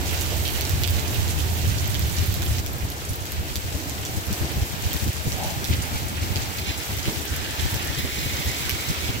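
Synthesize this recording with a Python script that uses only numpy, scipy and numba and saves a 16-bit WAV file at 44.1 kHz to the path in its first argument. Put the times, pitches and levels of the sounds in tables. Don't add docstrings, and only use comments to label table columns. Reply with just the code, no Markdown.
import sys
import numpy as np
from scipy import signal
from scipy.fft import rfft, irfft, next_fast_len
from scipy.io import wavfile
from scipy.ndimage import uniform_filter1d
from numba import njit

SR = 44100
rng = np.random.default_rng(int(sys.argv[2]) if len(sys.argv) > 2 else 0)


def persist_wave(psi):
    counts = np.round(np.clip(psi, -1, 1) * 32767).astype(np.int16)
    wavfile.write(sys.argv[1], SR, np.atleast_2d(counts).T)


N = 405719
PORT_GAP_M, SOUND_M_PER_S = .19, 343


def rain():
    # t/s, level/dB
    rain_level = [(0, -33.5), (.6, -34), (1.2, -35), (2.2, -36), (2.6, -35), (2.61, -38.5), (2.9, -37.5),
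                  (3.28, -38), (3.7, -37), (4.48, -35), (4.74, -35.5), (5.0, -34.5), (5.59, -34.5),
                  (6.1, -36), (6.9, -33.5), (7.3, -34.5), (8.68, -32.5), (9.2, -34.5)]
    # f/Hz, density/dB per Hz
    rain_colour = [(300, -13), (700, -9), (1500, -1.5), (2500, -0.5), (5000, -3.5), (8000, -5),
                   (16000, -10)]
    # f/Hz, rate/drops per s, level against the wash/dB
    patter_bands = [(1580, 60, -18), (2560, 70, -14.5), (3960, 70, -13), (6000, 59, -12), (9200, 50, -11),
                    (14100, 50, -15)]
    # f/Hz, left/dB, right/dB
    early_colour = [(600, 1, 5.5), (1560, 0.5, 2), (2860, -2.5, 4), (3850, 1.5, 4), (4800, 1, 2.5),
                    (6740, -2, 4), (9900, 0.5, 3.5), (14000, -1, 4.5)]
    early_ends_s = 2.603
    wash = unit(colour(all_round(), rain_colour))
    dull = signal.sosfilt(signal.butter(1, 5000, fs=SR, output="sos"), wash)
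    bright = wash - dull
    sheets_db = 0.34 * walk(11)
    wash = dull * undb(sheets_db + 1.15 * walk(15)) + bright * undb(sheets_db + 1.3 * walk(18))
    near = sum(undb(db) * patter(hz, per_s) for hz, per_s, db in patter_bands)
    late = wash + near + undb(-2.0) * wall(near)
    early = np.array([colour(late[0], early_colour, column=1), colour(late[1], early_colour, column=2)])
    shower = np.where(np.arange(N) < early_ends_s * SR, early, late)
    return shower * undb(curves(rain_level)[0])


def patter(hz, per_s, scatter_db=5.0):
    sizes_db = scatter_db * np.minimum(rng.exponential(size=N), 2.4)
    drops = (rng.random(N) < per_s / SR) * undb(sizes_db)
    sides = drops * pan(rng.normal(0, 5.6, N))
    decay_s = 0.0045
    envelope = signal.lfilter([1], [1, -np.exp(-1 / (decay_s * SR))], sides)
    crackle = envelope * rng.standard_normal((2, N))
    band = signal.butter(2, [0.62 * hz, min(1.21 * hz, 20000)], "bandpass", fs=SR, output="sos")
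    return unit(signal.sosfilt(band, crackle))


def drips():
    # t/s, level over 1 ms of the stronger part at the louder port/dB,
    # left minus right/dB, splat f/Hz, fizz minus splat/dB
    drip_hits = [(0.211, -21.5, -2, 5700, 1), (0.479, -18.5, -2, 3270, -13.0), (0.5776, -22, 8.0, 5200, 6),
                 (0.61, -19, 6, 5600, 0), (0.652, -21.5, 6, 5460, -18), (0.695, -23, 1, 5600, -1),
                 (0.8356, -14.5, 4, 3120, -7), (0.847, -23, -9, 3300, -14), (0.876, -17.5, -11, 3950, -4),
                 (0.907, -29, 2, 6000, 7), (0.9434, -33, 7, 5000, -1), (0.996, -22, -7, 7400, -10),
                 (1.1442, -23, 2, 5500, 14), (1.28, -24, 5.0, 5700, -13), (1.6981, -30, -2, 4600, -7.0),
                 (1.877, -20, -5, 5900, 16), (1.9445, -20.5, 3, 4540, -7), (1.9943, -21, 7, 5200, 6),
                 (2.0966, -26, 8.0, 5800, 4.0), (2.186, -22, -4, 4300, -14), (2.325, -27, 0, 6000, 12),
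                 (2.3416, -24, 0, 4300, 4), (2.4212, -21.5, -2, 4970, -12), (2.584, -22, 5, 4320, -9),
                 (2.663, -24, 5, 5300, 1), (2.7319, -27, 9.0, 5600, 13), (2.784, -31, 0, 5100, 10),
                 (2.9017, -26, 2, 5100, 10), (3.134, -28, 0, 5500, 10), (3.157, -25, 1, 4800, 17),
                 (3.2556, -27, 8, 5500, -2), (3.3202, -24, -1, 5300, 4), (3.557, -18, 4, 5900, -14.0),
                 (3.8967, -25, 3, 6300, -3), (4.052, -22.5, 3, 5130, -8), (4.3272, -27, 0, 6500, -10),
                 (4.3298, -23.5, 3, 5600, -6), (4.9315, -22, 0, 5200, 2), (4.9385, -22.5, -3, 5200, 6),
                 (4.966, -24, 2, 5000, -5), (5.079, -27, -1, 4900, -2), (5.3206, -22.5, 2, 4630, -14),
                 (5.6433, -18.5, 4, 4360, -14), (5.737, -20, -12, 3400, -10), (6.359, -19, -2, 4400, -14),
                 (6.987, -25, 1, 4200, -17), (7.056, -24, 3, 3950, -13), (7.3634, -25, 0.0, 5200, 12),
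                 (7.595, -27, -7, 4000, -14.0), (7.7432, -24.5, 1, 5800, 0), (8.6948, -15.5, -2, 3540, -5),
                 (8.711, -23, 2.0, 4600, -2)]
    crack_db, crack_s = -0.5, .00006
    t = np.arange(500) / SR
    fade = np.exp(-t / np.array([[[.001]], [[.0014]]]))
    direct, splats = np.zeros((2, N + len(t))), np.zeros((2, N + len(t)))
    fizz_band = signal.butter(2, [10500, 16000], "bandpass", fs=SR, output="sos")
    crack_band = signal.butter(1, [1500, 9000], "bandpass", fs=SR, output="sos")
    for s, db, pan_db, hz, fizz_db in drip_hits:
        noise = rng.standard_normal((2, 2, len(t))) * fade
        splat_band = signal.butter(2, [0.6 * hz, min(1.4 * hz, 9000)], "bandpass", fs=SR, output="sos")
        splat = signal.sosfilt(splat_band, noise[0] + 0.18 * noise[0, ::-1])
        fizz = signal.sosfilt(fizz_band, noise[1])
        crack = signal.sosfilt(crack_band, np.sign(noise[0]) * np.exp(-t / crack_s))
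        splat, fizz, crack = (millisecond_unit(part) for part in (splat, fizz, crack))
        splat = (splat + undb(crack_db) * crack) / np.hypot(1, undb(crack_db))
        gain = undb(db - abs(pan_db) / 2 - max(fizz_db, 0))
        i = int(s * SR)
        direct[:, i:i + len(t)] += gain * pan(pan_db)[:, None] * (splat + undb(fizz_db) * fizz)
        splats[:, i:i + len(t)] += gain * splat
    return direct[:, :N] + wall(splats)


def millisecond_unit(x):
    return x / np.sqrt((x ** 2).sum(axis=1, keepdims=True) / (.001 * SR))


def wall(x):
    # delay/s, level before the pan/dB, smear decay/s
    wall_returns = [(.0066, -7.5, .0012), (.013, -10.5, .003), (.021, -17, .006)]
    t = np.arange(900) / SR
    echo = np.zeros((2, 2000))
    for delay, db, smear_s in wall_returns:
        smear = rng.standard_normal((2, len(t))) * np.exp(-t / smear_s)
        i = int(delay * SR)
        echo[:, i:i + len(t)] += undb(db) * smear / np.sqrt((smear ** 2).sum(axis=1, keepdims=True))
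    return signal.fftconvolve(x, echo * pan(-16.5)[:, None], axes=1)[:, :N]


def car():
    # t/s, spray hiss level before surges/dB, roar level/dB, brighter spray band centre f/Hz,
    # port delay as a share of the gap's travel time (negative to the left)
    passage = [(0, -48, -47.5, 2100, 0.69), (4, -72, -54, 2100, 0.49), (5, -49, -45.5, 2100, 0.19),
               (5.3, -48, -48, 2100, -0.65), (5.45, -44.5, -41, 2100, -0.57),
               (5.8, -45, -41.5, 2160, -0.74), (6.05, -45, -45.5, 2210, -0.83),
               (6.35, -44, -41.5, 2220, -0.84), (6.7, -46.5, -46, 2220, -0.99),
               (7.1, -41, -53, 2250, -1.03), (7.25, -43, -58, 1630, -1.06), (7.4, -40, -53, 1600, -1),
               (7.92, -39.5, -45.5, 1750, -0.95), (8.0, -38, -62, 2000, -0.995),
               (8.22, -34.5, -64, 2080, -0.97), (8.5, -34.5, -62, 2140, -1.01),
               (8.8, -38.5, -60, 2160, -0.92), (9.05, -36.5, -56, 2220, -1.01),
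               (9.2, -45, -59, 2190, -0.91)]
    # f/Hz, density/dB per Hz
    tyre_colour = [(500, -31), (950, -0.5), (1250, -27), (1600, -9.5), (2500, 0), (4000, -2), (6000, -9),
                   (10000, -26)]
    # t/s, rise of the spray/dB, duration/s
    puddle_hits = [(5.733, 13, 0.044), (5.973, 9, 0.037), (6.594, 9, 0.068), (6.694, 16, 0.091),
                   (7.08, 9, 0.06), (7.596, 11.5, 0.015), (7.997, 6.5, 0.036), (8.712, 1, .06)]
    # f/Hz, density/dB per Hz
    roar_colour = [(350, -28), (550, 7), (760, 6), (950, 4.5), (1400, -19.5)]
    # t/s, centre f/Hz
    hollow_note = [(5.4, 740), (6.4, 810), (7.1, 860)]
    # t/s, level/dB, centre f/Hz
    tyre_hum = [(0, -70, 1250), (5, -68, 1250), (5.9, -47, 1280), (6.5, -49, 1280), (7.3, -54, 1220),
                (7.9, -46, 1200), (8.1, -51, 1220), (8.9, -45, 1220), (9.2, -51, 1270)]
    spray_db, roar_db, spray_band_hz, delay_share = curves(passage)
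    t = np.arange(N) / SR
    surge_db = sum(db * np.exp(-((t - s) / (lasts / 2)) ** 2) for s, db, lasts in puddle_hits)
    hiss = unit(colour(rng.standard_normal(N), tyre_colour))
    spray_band = undb(1.9 * walk(22)) * moving_band(spray_band_hz * (1 + 0.03 * walk(14)), 420.0)
    spray = undb(surge_db) * hiss + undb(-5.0 + 0.59 * surge_db) * spray_band
    spray = spray * undb(spray_db + 1.0 * walk(11.0))
    hollow = moving_band(curves(hollow_note)[0] * (1 + 0.027 * walk(12)), 240.0)
    road = unit(colour(rng.standard_normal(N), roar_colour))
    roar = unit(road + undb(-4.0) * hollow) * undb(roar_db + 3.7 * walk(14))
    detour = round(0.001307 * SR)
    hum_db, hum_hz = curves(tyre_hum)
    hum = moving_band(hum_hz, 480.0) * undb(hum_db + 1.2 * walk(9.8))
    tyres = ports(spray, delay_share) * pan(-4)[:, None] + ports(hum, delay_share)
    return tyres + np.array([roar, np.roll(roar, detour)])


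def moving_band(hz, width_hz):
    return unit(resonance(resonance(rng.standard_normal(N), hz, width_hz), hz, width_hz))


def wind(shared=0.53):
    # t/s, left level/dB, right level/dB
    wind_level = [(0, -29, -25.5), (1.2, -27.5, -26), (1.6, -27, -24), (2.5, -25.5, -25.5),
                  (2.9, -34.5, -32.5), (3.7, -31, -32), (4.5, -32, -31.5), (6.3, -30.5, -30),
                  (7, -31, -33.5), (9.2, -33.5, -31)]
    # f/Hz, density/dB per Hz
    wind_colour = [(20, -16.5), (45, -19), (65, -0.5), (85, 1.5), (120, -6.5), (200, -21.5), (400, -45.5)]
    # t/s, flutter over rumble/dB
    gust_flutter = [(0, -12), (2.5, -12), (4, -9), (5.5, -6), (7, -7), (9.2, -6.5)]
    # f/Hz, density/dB per Hz
    flutter_colour = [(70, -25), (130, 1), (200, -3.5), (330, -7.5), (600, -19), (1200, -41)]
    # t/s, spread/dB
    chop_depth = [(0, 1), (2.6, 1.5), (4.2, 4.5), (9.2, 5.5)]
    # t/s, peak level/dB, left minus right/dB
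    buffet_hits = [(0.743, -25, 5), (0.958, -30.5, -18), (1.211, -26.5, -11), (1.357, -36, 15),
                   (1.686, -23, -4), (2.055, -27, 1), (2.215, -28.5, 18), (2.3, -28, -4), (2.509, -26, 1.0),
                   (2.579, -34, -8), (2.849, -24.5, 1), (3.118, -28, -5), (3.402, -26.5, 0.2),
                   (3.756, -32, 1), (4.176, -28, 3), (4.32, -25, 5), (4.421, -26, 5), (4.575, -22.5, -3),
                   (4.624, -22, 3), (4.868, -22, -2), (4.954, -26, 1), (5.03, -25, 6), (5.073, -26, 0),
                   (5.278, -26, 7), (5.33, -34, -2), (5.468, -34, 8), (5.577, -28, -3), (5.703, -17.5, 3),
                   (5.745, -27, 1), (5.79, -29, -10), (5.956, -33, -5), (6.231, -28, 3), (6.321, -26, -8),
                   (6.371, -26, 3), (6.58, -44, -0.8), (6.934, -29, -2), (7.084, -21.5, -4),
                   (7.323, -26, 3), (7.656, -22, 1), (7.907, -24, 0), (7.992, -33, 11), (8.047, -26, 0),
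                   (8.186, -34, -9), (8.261, -27, 5), (8.472, -26, -3), (8.905, -28, 11), (9.099, -24, 2)]
    # t/s, duration/s,
    # gain on the flutter/dB
    buffet_shape = [(0, 0.06, -14), (2.6, 0.04, -21), (3.2, 0.028, -5.5), (9.2, 0.023, -3.5)]
    # centre t/s, duration/s
    bass_dropouts = [
        [(3.826, 0.073), (4.785, 0.071), (5.378, 0.019), (6.525, 0.067), (6.785, 0.13), (7.009, 0.056),
         (7.283, 0.038), (7.418, 0.019), (7.513, 0.035), (7.812, 0.037), (8.087, 0.076), (8.855, 0.09),
         (8.935, 0.03), (9.129, 0.045)],
        [(3.298, 0.044), (3.607, 0.023), (4.255, 0.022), (4.694, 0.056), (4.99, 0.062), (5.123, 0.023),
         (5.198, 0.065), (6.869, 0.043), (7.189, 0.048), (7.942, 0.072), (8.137, 0.041), (8.531, 0.051),
         (8.79, 0.046)],
    ]
    dropout_db, dropout_edge_s = -23, 0.0079
    flutter_db, chop_db = curves(gust_flutter)[0], curves(chop_depth)[0]
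    lasts_s, share_db = curves(buffet_shape)
    eddies = rng.standard_normal((2, 2, N)) + shared * rng.standard_normal((2, 1, N))
    rumble = unit(colour(eddies[0], wind_colour))
    flutter = undb(flutter_db) * unit(colour(eddies[1], flutter_colour))
    push, shove = rumble + flutter, rumble + undb(share_db) * flutter
    chop = undb(chop_db * np.array([walk(36), walk(36)]))
    steady_chop = chop / uniform_filter1d(chop, SR // 8)
    out = push * steady_chop * undb(curves(wind_level))
    t = np.arange(-3000, 3000)
    for s, db, pan_db in buffet_hits:
        i = int(s * SR)
        at = np.minimum(i + t, N - 1)
        swell = np.exp(-(t / (lasts_s[i] / 2 * SR)) ** 2)
        puff = shove[:, at] * swell
        level = np.sqrt((swell ** 2).sum() / (puff ** 2).sum(axis=1, keepdims=True))
        out[:, at] += puff * level * undb(db) * pan(pan_db)[:, None]
    gate = np.ones((2, N))
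    for port, dropouts in enumerate(bass_dropouts):
        for s, lasts in dropouts:
            gate[port, int((s - lasts / 2) * SR):int((s + lasts / 2) * SR)] = undb(dropout_db)
    return out * uniform_filter1d(gate, int(dropout_edge_s * SR))


def thumps(rise_s=0.0022, fall_s=0.032):
    # t/s, level before rise and fall/dB, centre f/Hz, left minus right/dB
    thump_hits = [(0.318, -29, 365, -4), (1.026, -40, 358, 0), (1.628, -38, 278, -12), (4.644, -33, 223, 1),
                  (6.51, -35, 288, -0.5), (7.08, -25.5, 259, -3), (8.044, -29.5, 318, -1),
                  (8.96, -40, 299, 3), (9.089, -30, 288, 4)]
    t = np.arange(4000) / SR
    envelope = np.minimum(t / rise_s, 1) * np.exp(-t / fall_s)
    out = np.zeros((2, N + len(t)))
    for s, db, hz, pan_db in thump_hits:
        noise = rng.standard_normal(len(t)) + 0.65 * rng.standard_normal((2, len(t)))
        band = signal.butter(2, [0.29 * hz, 1.5 * hz], "bandpass", fs=SR, output="sos")
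        puff = unit(signal.sosfilt(band, noise))
        i = int(s * SR)
        out[:, i:i + len(t)] += puff * envelope * undb(db) * pan(pan_db)[:, None]
    return out[:, :N]


def drone():
    # t/s, level/dB
    drone_level = [(0, -38), (2.4, -43), (4.3, -40), (5.7, -47.5), (7, -43.5), (9.2, -37.5)]
    # f/Hz, density/dB per Hz
    drone_colour = [(100, -32), (200, -4.5), (320, 4), (500, -5.5), (720, -3), (1000, -9.5), (2000, -55)]
    # f/Hz, density/dB per Hz
    avenue_colour = [(250, -5), (450, 3.5), (750, -5), (1300, 1.5), (2200, -13.5), (4000, -16), (8000, -18)]
    avenue_db, avenue_bearing = -43, 0.69
    traffic = colour(all_round() + 0.9 * ports(rng.standard_normal(N), 0.3), drone_colour)
    engines = unit(traffic * undb(2.0 * walk(9.7))) * undb(curves(drone_level)[0])
    avenue = unit(colour(rng.standard_normal(N), avenue_colour)) * undb(avenue_db + 0.83 * walk(7.9))
    return engines + ports(avenue, avenue_bearing)


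def all_round():
    size = next_fast_len(N)
    hz = np.arange(size // 2 + 1) * SR / size
    alike = np.sinc(2 * hz * PORT_GAP_M / SOUND_M_PER_S)
    mid, side = rfft(rng.standard_normal((2, size)))
    mid, side = mid * np.sqrt(1 + alike), side * np.sqrt(1 - alike)
    return unit(irfft(np.array([mid + side, mid - side]), size)[:, :N])


def ports(x, delay_share):
    lag = delay_share * PORT_GAP_M / SOUND_M_PER_S * SR / 2
    if np.ndim(lag):
        at = np.arange(N)
        return np.array([np.interp(at - lag, at, x), np.interp(at + lag, at, x)])
    return np.array([np.roll(x, round(lag)), np.roll(x, -round(lag))])


def pan(db):
    return undb(np.array([db, -db]) / 2)


@njit
def resonance(x, hz, width):
    y, band, low = np.empty(len(x)), 0., 0.
    for i in range(len(x)):
        g, k = np.tan(np.pi * hz[i] / SR), width / hz[i]
        v = (band + g * (x[i] - low)) / (1 + g * (g + k))
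        band, low, y[i] = 2 * v - band, low + 2 * g * v, k * v
    return y


def colour(x, table, column=1):
    size = next_fast_len(N)
    hz = np.arange(size // 2 + 1) * SR / size + 1
    table = np.array(table, float)
    shape_db = np.interp(np.log(hz), np.log(table[:, 0]), table[:, column])
    return irfft(rfft(x, size) * undb(shape_db), size)[..., :N]


def walk(rate):
    k = int(SR / rate)
    held = np.repeat(rng.standard_normal(N // k + 1), k)
    w = uniform_filter1d(uniform_filter1d(held, k), k)[:N]
    return w / w.std()


def curves(table):
    s, *columns = np.transpose(table)
    return [np.interp(np.arange(N) / SR, s, c) for c in columns]


def undb(db):
    return 10 ** (np.asarray(db) / 20)


def unit(x):
    return x / np.sqrt(np.mean(x ** 2))


def scene():
    return rain() + drips() + car() + wind() + thumps() + drone()


def record(dry):
    # f/Hz, gain/dB
    port_response = [(7900, 0.5), (8500, -2), (9800, -4.5), (11500, 0), (13500, 3.5), (15500, 2)]
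    top_hz = 15750
    top_cut = signal.ellip(10, .2, 60, top_hz, fs=SR, output="sos")
    return signal.sosfilt(top_cut, colour(dry, port_response))


dry = scene()
out = record(dry)
persist_wave(out)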